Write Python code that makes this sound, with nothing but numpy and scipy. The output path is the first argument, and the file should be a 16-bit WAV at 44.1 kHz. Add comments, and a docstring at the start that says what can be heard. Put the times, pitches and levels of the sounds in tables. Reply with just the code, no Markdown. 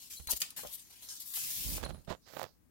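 """Crinkly fabric rustles close to a hand-held camera: showers of tiny slips in short strokes, a few
popping creases, then one long hissing slide. A cat trots over laminate in a small hallway: soft
footfalls ring the boards, its collar bell jingles. Mostly later, the right microphone port is
buffeted by air and brushed: dull rumbles, scrapes and knocks."""
import sys
import numpy as np
from scipy import signal
from scipy.fft import rfft, irfft, next_fast_len
from scipy.io import wavfile
from scipy.ndimage import uniform_filter1d, map_coordinates

SR = 44100
rng = np.random.default_rng(int(sys.argv[2]) if len(sys.argv) > 2 else 0)


def digitize_waveform(pressure):
    """Quantize a signal to 16-bit integers and store it at the path in sys.argv[1].

    Rows of a 2-D input are taken as channels; values are limited to [-1, 1].
    """
    field = np.atleast_2d(pressure).T
    bounded = np.clip(field, -1, 1)
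    quanta = np.round(bounded * 32767).astype(np.int16)
    wavfile.write(sys.argv[1], SR, quanta)


N = 119070

# room tone spectrum: f/Hz, level/dB
TONE_SPECTRUM = [(20, -22), (50, 1.5), (140, -4.5), (280, -5), (500, -19), (1500, -24), (4000, -32.5),
                 (10000, -28.5), (16000, -28)]
# room tone per port: left/dB, right/dB
TONE_DB = [-67, -71.5]
# hallway decay: f/Hz, t60/s
HALL_DECAY = [(200, 0.3), (1000, 0.2), (4000, 0.33), (15000, 0.23)]
# light rubs: t/s, rise/s, hold/s, fall/s, level/dB, centre f/Hz
SWISH_EVENTS = [(2.206, 0.062, 0.2, 0.1, -62, 4840), (2.261, 0.12, .02, 0.1, -52.5, 13700)]
# drags over the port: t/s, rise/s, hold/s, fall/s, level/dB, relative hiss/dB
SCRAPE_EVENTS = [(0.193, .003, 0.0078, 0.02, -57, 0.5), (1.627, 0.22, 0.012, 0.02, -47.5, -6),
                 (1.829, 0.0015, 0.013, 0.014, -39, -3), (1.856, .01, 0.028, .03, -50, -10),
                 (1.887, 0.012, 0.0064, 0.033, -50, -4.5), (1.942, 0.004, 0.0033, 0.092, -54.5, -11),
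                 (2.069, 0.038, 0.02, 0.032, -36.5, -11), (2.252, 0.026, 0.045, 0.048, -57, 0.5),
                 (2.322, 0.093, 0.021, 0.047, -40, -10.5)]
# scrape spectrum, dull part: f/Hz, level/dB
SCRAPE_SPECTRUM = [(40, -37), (130, 1.5), (250, -9), (380, -3), (550, 3.5), (800, -3), (1300, -7),
                   (2200, -17), (4000, -15), (9000, -62)]
# scrape spectrum, hiss: f/Hz, level/dB
SCRAPE_HISS_SPECTRUM = [(300, -38), (1500, 2.5), (2500, -1.5), (5000, -3), (7300, -4.5), (10000, -15)]
# knocks on the port: t/s, gain/dB, relative crack/dB
KNOCK_EVENTS = [(1.7785, -28.5, 3.5), (1.8308, -20, -19), (1.8664, -26, -26), (1.8945, -45, -24),
                (2.1015, -27, -8), (2.111, -25, -28), (2.1262, -24, -27), (2.3711, -19, -24),
                (2.396, -16, -13), (2.4161, -15, -19.5), (2.4289, -26, -11.5), (2.4307, -23, 0.5),
                (2.454, -35, -23)]
# air puffs: t/s, rise/s, hold/s, fall/s, right level/dB, left minus right/dB
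PUFF_EVENTS = [(0.6, 0.063, 0.0044, 0.041, -59, 2), (1.334, 0.11, 0.1, .1, -59.5, -2.5),
               (1.559, 0.15, 0.056, 0.15, -39.5, -20), (1.816, 0.023, 0.017, 0.048, -40, -18),
               (1.88, 0.02, 0.024, 0.11, -41.5, -12), (2.08, 0.031, 0.021, 0.028, -45, -26),
               (2.404, 0.033, 0.0045, 0.033, -50.5, -28)]
# air rumble spectrum: f/Hz, level/dB
PUFF_SPECTRUM = [(20, -28), (33, -11), (52, -0.5), (90, -9.5), (160, -9), (250, -17.5), (500, -30),
                 (1500, -47), (5000, -82.5)]
# soft bumps: t/s, level/dB, f/Hz, t60/s
THUMP_EVENTS = [(0.2, -39.5, 69, 0.17), (0.273, -41.5, 61, 0.17), (0.333, -38.5, 60, .14),
                (0.584, -49.5, 151, 0.041), (2.0813, -29, 179, 0.023), (2.106, -28, 170, 0.035)]
# bell shakes: t/s, gain/dB, upper mode pair/dB
BELL_SHAKES = [(0.167, -47.5, -8), (0.216, -61.5, 4), (0.275, -37, -17), (.594, -65, -13), (.955, -69.5, 6),
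               (1.046, -71, -7), (1.316, -56, -14), (1.845, -49, -5), (1.886, -58.5, 1), (1.934, -66, 6)]
# bell modes: f/Hz, level/dB, t60/s
BELL_MODES = [(4060, 1, 0.13), (4320, -2, 0.11), (10010, 2, 0.18), (10600, -5, 0.14)]
# footfalls: t/s, gain/dB, board f/Hz
FOOTFALLS = [(.285, -37, 946), (.300, -39, 938), (.579, -51.5, 534), (.590, -42, 802), (.633, -37.5, 556),
             (.648, -35.5, 567), (1.37, -43.5, 855)]
# board modes: frequency ratio, level/dB, t60/s
BOARD_MODES = [(0.311, -14, 0.12), (0.918, 0, .06), (1.041, -1, 0.08), (1.35, -9.5, 0.07),
               (1.751, -8, 0.037), (2.02, -12, 0.048)]
# crease pops: t/s, gain/dB
SNAP_EVENTS = [(0.3161, -32.5), (0.417, -19.5), (0.4195, -23), (.672, -37), (2.048, -55)]
# crack spectrum: f/Hz, level/dB
SNAP_SPECTRUM = [(200, -27.5), (900, -24), (3000, 3), (3800, -6), (4850, 6.5), (5800, 1.5), (16000, 1)]
# crease modes: f/Hz, level/dB
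CREASE_MODES = [(1210, -4), (1860, -4), (2290, -8.5), (2620, 0), (3080, -0.5), (3900, -1.5)]
# slide spectrum: f/Hz, level/dB
SLIDE_SPECTRUM = [(180, -52), (300, -11), (411, -25.5), (808, -19), (1420, -18), (2360, -8.5), (3450, -6.5),
                  (7500, -6.5), (12300, 0), (15500, -0.5)]
# slide at the right port: f/Hz, right minus left/dB
SLIDE_SHADE = [(700, -6), (2500, -3), (6000, 4.5), (12000, -6)]
# fabric strokes: t/s, rise/s, hold/s, fall/s, rasp gain/dB, relative sheen/dB, relative body/dB
FABRIC_STROKES = [(0, 0.00084, 0.061, 0.08, -53.5, 2, -16.5), (0.098, 0.0053, 0.027, 0.17, -47.5, 4, -14.5),
                  (0.27, 0.0029, 0.0024, 0, -40, 1.5, -9.5),
                  (0.287, 0.013, 0.0058, -0.0752, -39.5, 6.5, -30),
                  (0.301, 0.0094, 0.008, -0.023, -29, 5, -49), (0.32, 0.0047, 0.014, 0, -39.5, 1, -7),
                  (0.347, 0.024, 0.0039, -0.0061, -40, 4, -16.5),
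                  (0.402, 0.00075, 0.0088, -0.0443, -41.5, 7.5, -15),
                  (0.414, 0.0016, 0.0037, 0.1, -45, -0.5, -3.5),
                  (0.5045, 0.0005, 0.002, -0.0035, -38, 2, -53),
                  (0.561, 0.0058, 0.0039, 0.1224, -43, 5, -9.5),
                  (0.595, 0.0064, 0.0063, 0.55, -55, 2.5, -7), (0.64, 0.031, 0.005, 0.31, -58.5, 8.5, -46),
                  (0.706, 0.033, 0.019, -0.02, -48, 10, -47), (0.773, .008, 0.02, 0.08, -55.5, 2, -32),
                  (0.895, 0.005, 0.094, 0.84, -60, 1.5, -8.5), (1.016, 0.0077, 0.012, 0.19, -54, 5, -10.5),
                  (1.086, 0.002, 0.011, 0.21, -44.5, -4, -20), (1.135, 0.013, 0.015, 0.43, -54.5, 3, -20.5),
                  (1.199, 0.0027, 0.0012, 0.06, -46, 8, -19), (1.25, 0.011, 0.0054, 0.38, -53, 11, -17.5),
                  (1.324, 0.015, .02, 0.69, -55.5, 2, -15.5),
                  (1.3364, 0.002, 0.0026, 0.15, -43.5, 9.5, -17.5)]
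# rustle, low register: f/Hz, level/dB
BODY_SPECTRUM = [(60, -25), (250, -3), (500, -4.5), (1000, 0), (1500, -1.5), (2200, 0.5), (4000, -2),
                 (9000, -61)]
# rustle, middle register: f/Hz, level/dB
RASP_SPECTRUM = [(200, -57), (1200, -33.5), (2200, -20), (3000, -3), (4500, 1), (6500, 3), (8500, 2.5),
                 (10500, 1.5), (16000, -33)]
# rustle, top register: f/Hz, level/dB
SHEEN_SPECTRUM = [(3000, -46), (7000, -18.5), (9500, -3.5), (12500, 4), (16000, -2.5)]
# rustle at the right port: f/Hz, right minus left/dB
RUSTLE_SHADE = [(200, -3.5), (900, -3), (1800, -5.5), (3500, 0), (6000, 0), (8500, -2.5), (11000, -9),
                (16000, -8)]

LEAK_DB = -37  # rubs and knocks, left re right
TOP_HZ = 15850


def amp(db):
    return 10 ** (np.asarray(db) / 20)


def unit_rms(x):
    return x / np.sqrt(np.mean(x ** 2) + 1e-20)


def log_interp(points, hz):
    knots_hz, values = np.transpose(points)
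    return np.interp(np.log(hz + 1), np.log(knots_hz + 1), values)


def filtered(x, response):
    size = next_fast_len(N + SR // 2)
    return irfft(rfft(x, size) * response(np.fft.rfftfreq(size, 1 / SR)), size)[..., :N]


def coloured(x, spectrum):
    """x shaped by a spectrum, rms 1."""
    return unit_rms(filtered(x, lambda hz: amp(log_interp(spectrum, hz))))


def shaded(pair, shade):
    """Colour the right port only."""
    return np.array([pair[0], filtered(pair[1], lambda hz: amp(log_interp(shade, hz)))])


def wobble(knots_per_s):
    """Smooth random curve."""
    knots = rng.standard_normal(int(N * knots_per_s / SR) + 4)
    return map_coordinates(knots, [np.arange(N) * knots_per_s / SR])


def swell(start_s, rise_s, hold_s, fall_s):
    """Rise, hold, then -20 dB per fall time."""
    t = np.arange(N) / SR - start_s
    attack = np.clip(t / max(rise_s, 1e-4), 0, 1) ** 1.005
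    return attack * amp(-20 * np.maximum(t - rise_s - hold_s, 0) / max(fall_s, 1e-3))


def add(track, start_s, sound):
    part = track[..., max(round(start_s * SR), 0):][..., :sound.shape[-1]]
    part += sound[..., :part.shape[-1]]


def slips(per_s, spread_db, smooth, shared=0.18):
    """Friction: tiny random slips over a smooth rub, partly common to both ports."""
    sizes = (rng.random(N) < per_s / SR) * amp(spread_db * np.minimum(rng.exponential(size=N), 5))
    rub = unit_rms(sizes * rng.standard_normal((3, N))) + smooth * rng.standard_normal((3, N))
    return np.sqrt(1 - shared) * rub[:2] + np.sqrt(shared) * rub[2]


def room_tone():
    """Quiet, steady, mostly low noise."""
    return amp(TONE_DB)[:, None] * coloured(rng.standard_normal((2, N)), TONE_SPECTRUM)


def hallway(x, wet_db=-12.5):
    """Short reverberant tail; decay time varies with frequency."""
    hz, t, bins = signal.stft(rng.standard_normal((2, SR // 2)), SR, nperseg=256)
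    tail = signal.istft(bins * amp(-60 * t / log_interp(HALL_DECAY, hz)[:, None]), SR, nperseg=256)[1]
    delayed = np.pad(x, ((0, 0), (SR // 300, 0)))
    return amp(wet_db) * signal.fftconvolve(delayed, tail / np.linalg.norm(tail[0]), axes=1)[:, :N]


def near_walls(x, count=8, span_s=0.009, echo_db=-6, drift=0.029, right_lag_s=0.000396):
    """Floor, door and cupboard echoes comb the sound and drift as the camera moves; right port lags."""
    out, n = x.copy(), np.arange(N)
    for port in range(2):
        for _ in range(count):
            delay_s = span_s * (rng.uniform(0.1006, 1) + drift * wobble(2))
            gain = amp(echo_db) * rng.choice([-1, 1]) / np.sqrt(count)
            out[port] += gain * map_coordinates(x[port], [n - delay_s * SR])
    lag_s = np.array([[0], [right_lag_s]])
    return filtered(out, lambda hz: np.exp(-2j * np.pi * hz * lag_s)) / np.hypot(1, amp(echo_db))


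def swishes(width_oct=0.28):
    """Light rubbing beside the right port: narrow bands of hiss."""
    port = 0
    for *shape, db, centre_hz in SWISH_EVENTS:
        band = filtered(rng.standard_normal(N),
                        lambda hz: np.exp(-0.5 * (np.log2((hz + 1) / centre_hz) / width_oct) ** 2))
        port += amp(db) * swell(*shape) * unit_rms(band)
    return port * amp([[LEAK_DB], [0]])


def brushing(knock_hz=680, knock_t60_s=0.0061, crack_t60_s=0.0031):
    """Something drags over the right port in coarse slips and catches with dull knocks."""
    dull = sum(amp(db) * swell(*shape) for *shape, db, _ in SCRAPE_EVENTS)
    bright = sum(amp(db + hiss_db) * swell(*shape) for *shape, db, hiss_db in SCRAPE_EVENTS)
    port = dull * coloured(slips(per_s=900, spread_db=3.7, smooth=0.58)[0], SCRAPE_SPECTRUM)
    port += bright * coloured(slips(per_s=2200, spread_db=2.8, smooth=0.56)[0], SCRAPE_HISS_SPECTRUM)
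    t = np.arange(SR // 40) / SR
    attack = 1 - np.exp(-t / 0.00006)
    thud = -np.cos(2 * np.pi * knock_hz * t) * amp(-60 * t / knock_t60_s) * attack
    for start_s, db, crack_db in KNOCK_EVENTS:
        crack = amp(crack_db - 60 * t / crack_t60_s) * rng.standard_normal(len(t))
        add(port, start_s, amp(db - 2.5) * (thud + crack))
    return port * amp([[LEAK_DB], [0]])


def buffeting():
    """Moving air rumbles in the ports, mostly the right."""
    force = sum(amp([[db + left_db], [db]]) * swell(*shape) for *shape, db, left_db in PUFF_EVENTS)
    return force * coloured(rng.standard_normal((2, N)), PUFF_SPECTRUM)


def thumps(overtone_ratio=2.12, overtone_db=-8.5, left_db=-23):
    """Soft bumps reach the camera: a few low cycles plus a quieter overtone that dies away with them."""
    out, t = np.zeros(N), np.arange(SR // 4) / SR
    for start_s, db, hz, t60_s in THUMP_EVENTS:
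        fade, phase = amp(-60 * t / t60_s), 2 * np.pi * hz * t
        overtone = amp(overtone_db) * fade * np.sin(overtone_ratio * phase)
        add(out, start_s, amp(db) * fade * (np.sin(phase) + overtone))
    return out * amp([[left_db], [0]])


def collar_bell(attack_s=0.0038, rattle_db=3, right_db=-5):
    """Each shake rings two close mode pairs; the loose pellet makes them flutter."""
    out, t = np.zeros((2, N)), np.arange(SR // 4) / SR
    for start_s, db, upper_db in BELL_SHAKES:
        ring = 0
        for k, (hz, mode_db, t60_s) in enumerate(BELL_MODES):
            strike_db = mode_db + upper_db * (k >= 2) + rng.normal(0, 1.3, (2, 1))
            phase = 2 * np.pi * (hz * t + rng.random((2, 1)))
            jitter = 0.0227 * np.cumsum(rng.standard_normal(len(t)))
            ring += amp(strike_db - 60 * t / t60_s) * np.sin(phase + jitter)
        add(out, start_s, amp(db + 3.5) * ring * (1 - np.exp(-t / attack_s)))
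    return out * amp(rattle_db * wobble(150)) * amp([[0], [right_db]])


def paw_steps(attack_s=0.0017, scuff_db=2, scuff_t60_s=0.048, right_db=-5.5):
    """Soft paws ring the floorboards briefly, with a little scuff."""
    out, t = np.zeros((2, N)), np.arange(SR // 4) / SR
    for start_s, db, hz in FOOTFALLS:
        ring = 0
        for ratio, mode_db, t60_s in BOARD_MODES:
            fade = amp(mode_db + rng.normal(0, 2.3, (2, 1)) - 60 * t / t60_s)
            ring += fade * np.sin(2 * np.pi * (hz * ratio * t + rng.random((2, 1))))
        bandpass = signal.butter(2, [hz / 2, hz * 2], "band", fs=SR)
        scuff = unit_rms(signal.lfilter(*bandpass, rng.standard_normal((2, len(t)))))
        scuff *= amp(scuff_db - 60 * t / scuff_t60_s)
        add(out, start_s, amp(db - 5) * (ring + scuff) * (1 - np.exp(-t / attack_s)))
    return out * amp([[0], [right_db]])


def shifting_folds(x, depth_db):
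    """Folds shift as the fabric moves: random gain over time and frequency."""
    bins = signal.stft(x, nperseg=512)[2]
    patches = uniform_filter1d(rng.standard_normal(bins.shape[1:]), size=5, axis=0)
    patches = uniform_filter1d(patches, size=10, axis=1)
    return signal.istft(bins * amp(depth_db * unit_rms(patches)), nperseg=512)[1][:, :N]


def crease_snaps(crack_t60_s=0.014, ring_db=-26.5, ring_t60_s=0.12):
    """A crease pops: short crack, brief ring."""
    bursts = sum(amp(db) * swell(start_s, 0.0001, 0, crack_t60_s / 3) for start_s, db in SNAP_EVENTS)
    out = bursts * coloured(rng.standard_normal((2, N)), SNAP_SPECTRUM)
    t = np.arange(SR // 4) / SR
    for start_s, db in SNAP_EVENTS:
        ring = 0
        for hz, mode_db in CREASE_MODES:
            phase = 2 * np.pi * (hz * t + rng.random((2, 1)))
            jitter = 0.1 * np.cumsum(rng.standard_normal((2, len(t))), axis=1)
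            ring += amp(mode_db) * np.sin(phase + jitter)
        add(out, start_s, ring * amp(db + ring_db - 60 * t / ring_t60_s))
    return out


def fabric_slide(start_s=1.35, gain_db=-35, sag_db_per_s=2.5):
    """One long, even pull of fabric over fabric: slips dense enough to hiss."""
    level_db = gain_db - sag_db_per_s * (np.arange(N) / SR - start_s) + 0.38 * wobble(80)
    grain = shifting_folds(slips(per_s=12000, spread_db=2.2, smooth=0.76), depth_db=1.5)
    pull = amp(level_db) * swell(start_s, rise_s=0.007, hold_s=0.414, fall_s=0.04)
    return shaded(pull * coloured(grain, SLIDE_SPECTRUM), SLIDE_SHADE)


def fabric_rustle(slips_per_s=6000, spread_db=1, flicker_db=1.2):
    """Each stroke releases a shower of slips in three registers; creases pop among them."""
    rasp_power = sheen_power = body_power = 0
    for *shape, db, sheen_db, body_db in FABRIC_STROKES:
        force = amp(db) * swell(*shape)
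        rasp_power += force ** 2
        sheen_power += (force * amp(sheen_db)) ** 2
        body_power += (force * amp(body_db)) ** 2
    grain = shifting_folds(slips(slips_per_s, spread_db, smooth=0.49), depth_db=3.5)
    body = np.sqrt(body_power) * coloured(grain, BODY_SPECTRUM)
    rasp = np.sqrt(rasp_power) * coloured(grain, RASP_SPECTRUM)
    sheen = np.sqrt(sheen_power) * coloured(slips(slips_per_s, spread_db, smooth=0.6), SHEEN_SPECTRUM)
    cloth = (body + rasp + sheen) * amp(flicker_db * wobble(109.7))
    return shaded(cloth + crease_snaps(), RUSTLE_SHADE)


def scene():
    """Fabric and cat with hallway reverb; dry port noises; room tone."""
    near = near_walls(fabric_rustle() + fabric_slide()) + paw_steps() + collar_bell()
    return room_tone() + near + hallway(near) + thumps() + buffeting() + brushing() + swishes()


def record(dry):
    """Camera band limit: brick-wall low-pass."""
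    return filtered(dry, lambda hz: hz < TOP_HZ)


dry = scene()
out = record(dry)
digitize_waveform(out)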